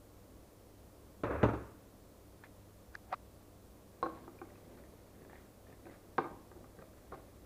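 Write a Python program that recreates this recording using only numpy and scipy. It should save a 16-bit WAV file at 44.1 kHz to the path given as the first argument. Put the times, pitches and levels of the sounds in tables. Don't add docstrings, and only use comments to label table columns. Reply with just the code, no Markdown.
import sys
import numpy as np
from scipy import signal
from scipy.fft import rfft, irfft, next_fast_len
from scipy.io import wavfile

SR = 44100
rng = np.random.default_rng(int(sys.argv[2]) if len(sys.argv) > 2 else 0)


def waveform_to_disk(signal):
    frames = np.transpose(np.atleast_2d(signal))
    scaled = np.clip(frames, -1, 1) * 32767
    samples = np.round(scaled).astype(np.int16)
    wavfile.write(sys.argv[1], SR, samples)


N = 328721
TIME = np.arange(N) / SR
AGE = TIME[:SR]

# frequency in Hz, relative noise density in dB.
BURNER_TONE = [(20, -7), (40, 0), (62, 5), (80, -6), (130, -4.5), (300, -4), (600, -6.5), (820, -14.5),
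               (1100, -15), (1500, -23), (2200, -28), (4000, -37.5), (15000, -79)]
# frequency in Hz, level in dB.
HUM_PARTIALS = [(99.7, -63), (197.5, -72.5), (298, -70.5)]

# start in seconds, level in dB, boom level in dB.
DRAWER_BUMPS = [(1.235, -33.5, -39), (1.309, -40, -63), (1.342, -45, -48), (1.4303, -26, -24)]
# frequency in Hz, relative noise density in dB.
RUNNER_TONE = [(40, -31), (70, 11.5), (150, -10), (300, -7.5), (500, 5), (800, -12), (1250, -4.5),
               (2100, -17), (2650, -20), (3100, -34), (3800, -39), (5500, -69), (12000, -72)]
FRONT_TONE = [(80, -4), (170, -2), (300, 6.5), (480, 1.5), (760, -5), (920, -3.5), (1350, -6),
              (1800, -14.5), (2300, -21), (2680, -14.5), (3000, -25), (3800, -29), (5200, -46),
              (6300, -38.5), (7500, -48), (12000, -50)]
# frequency in Hz, relative level in dB, t60 in seconds.
BOOM_MODES = [(65.5, -10, 0.67), (113.7, -1, 0.386), (216, -8, 0.28), (285, -6, 0.25), (357, -12, 0.19),
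              (438, -12, 0.16), (614, -13, 0.28), (856, -10, .16), (939, -9, .16)]

# peak time in seconds, level in dB, starting pitch in Hz, rise and fall
# in seconds, seconds from the peak until it sticks again, relative rasp level in dB.
CASE_CREAKS = [(2.438, -57, 1559, 0.001, 0.013, .04, 1), (2.946, -54, 1600, 0.003, 0.02, .015, -3),
               (3.130, -35.5, 770, 0.006, 0.011, .018, -14)]
# start in seconds, level in dB, pitch in Hz.
CASE_SNAPS = [(2.9526, -32, 1670), (3.1272, -35, 1150)]

# start in seconds, level in dB, hardness as a low-pass cutoff in Hz,
# depth from 0 (wall) to 1 (bottom), ring time multiplier, seconds until the blade lands (0 for never).
SPOON_KNOCKS = [(4.0281, -32, 6000, 0.071, 1, 0), (4.0365, -45, 2500, 0.22, .7, 0.0035),
                (4.0585, -42, 3500, 0.55, 1, 0.0029), (4.2787, -52, 1800, 0.8, .45, 0),
                (4.4160, -47.5, 1700, 0.75, .35, 0), (6.1814, -32, 5008, 0.58, .65, .003),
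                (6.243, -49.5, 1190, 0.93, 1, 0.0006), (6.261, -48, 400, 1, .8, 0),
                (6.516, -58, 8000, .9, .4, 0), (6.5615, -58.5, 900, 1, .5, 0),
                (6.642, -62, 2000, 0.25, .5, 0), (6.789, -61, 4000, 1, .4, 0),
                (7.1215, -46.5, 1800, 0.15, .9, 0), (7.138, -50.5, 1100, .3, 1, 0)]
# frequency in Hz, relative level in dB for a wall hit, the same for
# a hit near the bottom, t60 in seconds.
POT_MODES = [(298, -10, -6, 0.05), (352, -11, 2, 0.085), (482, -3, -8, 0.06), (560, -8, -7, 0.05),
             (645, -10, -8, .035), (785, -5, 5, 0.04), (925, -14, 5, 0.03), (1088, 5, -3, 0.042),
             (1218, 1, 5, 0.036), (1425, -3, -4, 0.022), (1565, -13, 3, 0.05), (1984, -26, -11, 0.035),
             (2290, -22, -10, 0.025), (3750, -14, -34, .02), (4130, -6, -50, 0.022)]
# frequency in Hz, relative noise density in dB.
CLACK_TONE = [(80, 5), (170, -2.5), (330, 1), (450, 5.5), (750, 1.5), (1500, 3), (1750, -24), (2400, -23),
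              (3000, -25.5), (4000, -30), (5200, -33), (7000, -40), (12000, -65)]
# delay in seconds, gain in dB.
TILE_ECHOES = [(.0027, -14), (.0065, -10.5)]

# fastest moment in seconds, length in seconds, drag level in dB,
# crackle level in dB.
SPOON_PUSHES = [(4.21, 0.62, -59.5, -71), (4.53, 0.31, -62, -70.5), (4.768, 0.67, -61.5, -71.5),
                (5.23, 0.18, -60, -72), (5.355, 0.17, -63, -62.5), (5.704, 0.14, -60.5, -67.5),
                (5.862, 0.099, -56, -69), (5.925, 0.19, -64, -68), (6.303, 0.32, -56.5, -67.5),
                (6.624, 0.2, -59, -78), (6.803, 0.096, -55.5, -66.5), (7.148, 0.12, -53.5, -62.5)]
# frequency in Hz, relative noise density in dB.
DRAG_TONE = [(100, 1.5), (250, 10), (350, 8.5), (600, 6.5), (850, -6), (1250, -21), (1700, -29),
             (3000, -53), (8000, -43)]
CRACKLE_TONE = [(900, -9), (1400, -3), (1850, 0), (2100, -10), (2450, -4), (3000, -6), (4000, 2), (5000, 1)]
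SPATTER_TONE = [(250, -16), (600, 6), (1100, 4), (1800, -12.5), (2500, 2), (3000, -25), (4500, -11),
                (8000, -34)]
# start in seconds, level in dB, starting bubble pitch in Hz.
STEW_SQUELCHES = [(4.2428, -66, 1540), (4.3875, -61.5, 2360), (4.4528, -66, 2200), (4.5561, -66, 2520),
                  (4.7137, -73, 2000), (4.8374, -63, 1810), (4.937, -58, 468), (5.2495, -63.5, 1650),
                  (5.2969, -61, 1760), (5.3315, -56.5, 1810), (5.3563, -60, 1870), (5.668, -65, 1760),
                  (5.7264, -64, 1780), (5.8556, -63, 1860), (5.868, -57.5, 1500), (5.8965, -60.5, 1950),
                  (6.2425, -56, 2250), (6.8184, -63.5, 1870), (6.823, -53, 623)]

# frequency in Hz, t60 in seconds.
REVERB_T60 = [(150, 0.63), (400, 0.39), (1000, 0.49), (2000, 0.27), (4000, 0.33)]
# frequency in Hz, relative gain in dB.
HOOD_TONE = [(200, -1.5), (340, 3.5), (430, -3.5), (650, 1), (830, -1), (1100, -5), (1400, -5.5),
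             (2200, 1.5), (4000, 0)]


def from_db(db):
    return 10 ** (np.asarray(db) / 20)


def unit_rms(x, size=None):
    return x / np.sqrt(np.mean(x[:size] ** 2) + 1e-20)


def at_hz(points, hz):
    freqs, values = np.transpose(points)
    return np.interp(np.log(np.maximum(hz, 1)), np.log(freqs), values)


def colour(x, tone):
    size = next_fast_len(len(x))
    gains = from_db(at_hz(tone, np.fft.rfftfreq(size, 1 / SR)))
    return unit_rms(irfft(rfft(x, size) * gains, size)[:len(x)])


def butter(x, hz, kind, order=2):
    return signal.sosfilt(signal.butter(order, np.clip(hz, 10, .45 * SR), kind, fs=SR, output="sos"), x)


def resonate(x, hz, width_hz):
    r = np.exp(-np.pi * width_hz / SR)
    feedback = [1, -2 * r * np.cos(2 * np.pi * hz / SR), r * r]
    return signal.lfilter(np.array([1, 0, -1]) * (1 - r * r) / 2, feedback, x + 1e-18)


def drift(points_per_s):
    points = rng.standard_normal(4096)
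    return unit_rms(np.interp(TIME * points_per_s, np.arange(len(points)), points))


def decay(t60):
    return np.exp(-np.log(1000) * AGE / t60)


def mode(hz, t60):
    return np.sin(2 * np.pi * hz * AGE) * decay(t60)


def add(out, start_s, sound):
    start = int(round(start_s * SR))
    part = sound[:max(len(out) - start, 0)]
    out[start:start + len(part)] += part


def burner_and_hum(rush_db=-60, rumble_db=-68, waver_db=1.5):
    out = from_db(rush_db) * colour(rng.standard_normal(N), BURNER_TONE)
    out += from_db(rumble_db) * unit_rms(resonate(rng.standard_normal(N), BOOM_MODES[0][0], width_hz=7))
    for hz, db in HUM_PARTIALS:
        out += from_db(db + waver_db * drift(5)) * np.sin(2 * np.pi * hz * TIME)
    return out


def drawer_runners(level_db=-40, attack_s=.004, release_t60=.66, rattle_db=2):
    start_s, stop_s = DRAWER_BUMPS[0][0], DRAWER_BUMPS[-1][0]
    attack = np.clip((TIME - start_s) / attack_s, 0, 1)
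    release = np.exp(-np.log(1000) * np.maximum(TIME - stop_s, 0) / release_t60)
    roll = colour(rng.standard_normal(N), RUNNER_TONE)
    return roll * attack * release * from_db(level_db + rattle_db * drift(160))


def drawer_bounces(first_gap_s=.0555, gap_shrink=.87, losses_db=(12, 14.5)):
    stop_s, db, boom_db = DRAWER_BUMPS[-1]
    starts = stop_s + np.cumsum(first_gap_s * gap_shrink ** np.arange(len(losses_db)))
    return [(start_s, db - loss, boom_db - loss) for start_s, loss in zip(starts, losses_db)]


def wood_burst(tone, envelope, top_hz):
    burst = colour(rng.standard_normal(SR), tone) * envelope
    return unit_rms(butter(burst, top_hz, "low", order=4), size=900)


def drawer(contact_s=.00041, crack_t60=.09, tail_db=-14, tail_t60=.64):
    out = drawer_runners()
    boom = sum((-1) ** k * from_db(db) * mode(hz, t60) for k, (hz, db, t60) in enumerate(BOOM_MODES))
    envelope = (1 - np.exp(-AGE / contact_s)) * (decay(crack_t60) + from_db(tail_db) * decay(tail_t60))
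    for start_s, db, boom_db in list(DRAWER_BUMPS) + drawer_bounces():
        crack = wood_burst(FRONT_TONE, envelope, top_hz=7140)
        add(out, start_s, from_db(db) * crack + from_db(boom_db) * boom)
    return butter(out, 39, "high")


def case_creaks(climb_hz=504, climb_s=.0085, jitter=.11, tilt_db_per_octave=-13, uneven_db=3.5,
                rub_db=-18, rub_s=.031, stick_s=.0007):
    out = np.zeros(N)
    t = AGE[:SR // 5] - .1
    climb = climb_hz * (1 - np.exp(-(np.maximum(t, 0) / climb_s) ** 2))
    for peak_s, db, hz, rise_s, fall_s, stop_s, rasp_db in CASE_CREAKS:
        cycles = np.cumsum((hz + climb) * (1 + jitter * drift(1100)[:len(t)])) / SR
        slips = sum(from_db(tilt_db_per_octave * np.log2(k)) * np.sin(2 * np.pi * k * cycles)
                    for k in range(1, 6))
        friction = 1 - cycles % 1
        rasp = butter(friction * rng.standard_normal(len(t)), [700, 2600], "band")
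        creak = unit_rms(slips) + from_db(rasp_db) * unit_rms(rasp)
        peak = np.exp(-np.maximum(-t / rise_s, t / fall_s))
        rub = from_db(rub_db) * np.exp(-np.abs(t) / rub_s)
        sliding = np.exp(-np.maximum(t - stop_s, 0) / stick_s)
        gain = from_db(db + uneven_db * drift(398.46)[:len(t)])
        add(out, peak_s + t[0], gain * creak * (peak + rub) * sliding)
    return butter(out, [560, 4200], "band", order=3)


def case_snaps(swell_cycles=1.4, tick_db=-5):
    out = np.zeros(N)
    tick = from_db(tick_db) * mode(hz=4600, t60=.0021)
    for start_s, db, hz in CASE_SNAPS:
        swell = hz * AGE / swell_cycles
        shell = np.sin(2 * np.pi * hz * AGE) * swell * np.exp(1 - swell)
        add(out, start_s, from_db(db) * (shell + tick))
    return out


def pot_hit(hardness_hz, depth, ring, vary_db=4.5, clack_db=-3.5, clack_t60=.04, steel_db=-27):
    pot = 0
    for k, (hz, wall_db, bottom_db, t60) in enumerate(POT_MODES):
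        mode_db = wall_db + np.clip(depth, 0, 1) * (bottom_db - wall_db) + vary_db * rng.standard_normal()
        steel = from_db(steel_db) * ring ** 2 / (1 + (hz / 1500) ** 6) * mode(hz, t60=.073)
        pot += (-1) ** k * from_db(mode_db) * (mode(hz, t60 * ring) + steel)
    clack = wood_burst(CLACK_TONE, decay(clack_t60 * ring), top_hz=5040)
    direct = butter(unit_rms(pot, size=900) + from_db(clack_db) * clack, hardness_hz, "low", order=1)
    heard = direct.copy()
    for delay_s, echo_db in TILE_ECHOES:
        add(heard, delay_s, from_db(echo_db) * direct)
    return unit_rms(heard, size=900)


def spoon_knocks(blade_db=2, blade_dulling=.45, blade_deeper=.14, rest_s=.0068, rest_db=-7, rest_hz=680,
                 thud_db=-21, thud_hz=170, thud_t60=.22):
    hits, thuds = np.zeros(N), np.zeros(N)
    for start_s, db, hardness_hz, depth, ring, blade_s in SPOON_KNOCKS:
        add(hits, start_s, from_db(db) * pot_hit(hardness_hz, depth, ring))
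        if blade_s > 0:
            blade = pot_hit(hardness_hz * blade_dulling, depth + blade_deeper, ring)
            add(hits, start_s + blade_s, from_db(db + blade_db) * blade)
            touch = pot_hit(rest_hz, depth=1, ring=ring)
            add(hits, start_s + blade_s + rest_s, from_db(db + rest_db) * touch)
        rocking = resonate(rng.standard_normal(SR), thud_hz, width_hz=180)
        thud = unit_rms(butter(rocking, 2 * thud_hz, "low")) * decay(thud_t60)
        add(thuds, start_s, from_db(db + thud_db) * depth * thud)
    return butter(hits, 164, "high") + thuds


def push_envelopes(glide_drag_db=-75.5, glide_crackle_db=-80.5, swell_share=.31, settle_share=.32):
    in_stew = TIME > SPOON_KNOCKS[0][0]
    drag_power = from_db(glide_drag_db) ** 2 * in_stew
    crackle_power = from_db(glide_crackle_db) ** 2 * in_stew
    for peak_s, length_s, drag_db, crackle_db in SPOON_PUSHES:
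        progress = (AGE - .5) / length_s
        push = np.exp(-np.where(progress < 0, (progress / swell_share) ** 2, progress / settle_share))
        add(drag_power, peak_s - .5, (from_db(drag_db) * push) ** 2)
        add(crackle_power, peak_s - .5, (from_db(crackle_db) * push) ** 2)
    return np.sqrt(drag_power), np.sqrt(crackle_power)


def wet_crackle(pops_per_s=1400, size_db=3, clump_db=3, pop_q=5.5, top_hz=2700):
    sizes = from_db(size_db * np.minimum(rng.exponential(1, N), 3) + clump_db * drift(54))
    polarity = rng.choice([-1, 1], N)
    pops = (rng.random(N) < pops_per_s / SR) * sizes * polarity
    pitches = np.geomspace(900, 4800, 18)
    pitch_index = rng.integers(0, len(pitches), N)
    crackle = np.zeros(N)
    for k, hz in enumerate(pitches):
        ringing = resonate(pops * (pitch_index == k), hz, hz / pop_q)
        crackle += from_db(at_hz(CRACKLE_TONE, hz)) * ringing / np.sqrt(hz)
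    return unit_rms(butter(crackle, top_hz, "low", order=3))


def stirring(lumpy_db=2):
    drag_gain, crackle_gain = push_envelopes()
    drag = colour(rng.standard_normal(N), DRAG_TONE) * from_db(lumpy_db * drift(90))
    return drag * drag_gain + wet_crackle() * crackle_gain


def squelches(attack_s=.00024, bubble_t60=.027, rise_per_s=4, spatter_db=1.5, spatter_t60=.015):
    out = np.zeros(N)
    opening = 1 - np.exp(-AGE / attack_s)
    for start_s, db, hz in STEW_SQUELCHES:
        bubble = mode(hz * (1 + rise_per_s * AGE / 2), bubble_t60)
        spatter = butter(colour(rng.standard_normal(SR), SPATTER_TONE), 2 * hz, "low")
        squelch = opening * (bubble + from_db(spatter_db) * spatter * decay(spatter_t60))
        add(out, start_s, from_db(db) * unit_rms(squelch, size=450))
    return butter(out, 4500, "low", order=3)


def kitchen_reverb(send, build_s=.00044):
    tail = np.zeros(SR)
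    for hz in 125 * 2. ** np.arange(7):
        band = butter(rng.standard_normal(SR), [hz / np.sqrt(2), hz * np.sqrt(2)], "band")
        tail += band * decay(at_hz(REVERB_T60, hz))
    tail = colour(tail, HOOD_TONE) * (1 - np.exp(-AGE / build_s))
    return signal.fftconvolve(send, tail / np.sqrt(np.sum(tail ** 2)))[:N]


def scene(reverb_send_db=-8):
    cooking = spoon_knocks() + stirring() + squelches()
    room = kitchen_reverb(from_db(reverb_send_db) * cooking)
    return (cooking + room + drawer() + case_creaks() + case_snaps() + burner_and_hum())[None]


def record(dry, dip_db=-6, dip_hz=2860, hiss_db=-68.5, cutoff_hz=15400):
    sound = dry - (1 - from_db(dip_db)) * resonate(dry, dip_hz, width_hz=1170)
    sound += from_db(hiss_db) * rng.standard_normal(N)
    return signal.sosfilt(signal.ellip(10, .1, 70, cutoff_hz, fs=SR, output="sos"), sound)


dry = scene()
out = record(dry)
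waveform_to_disk(out)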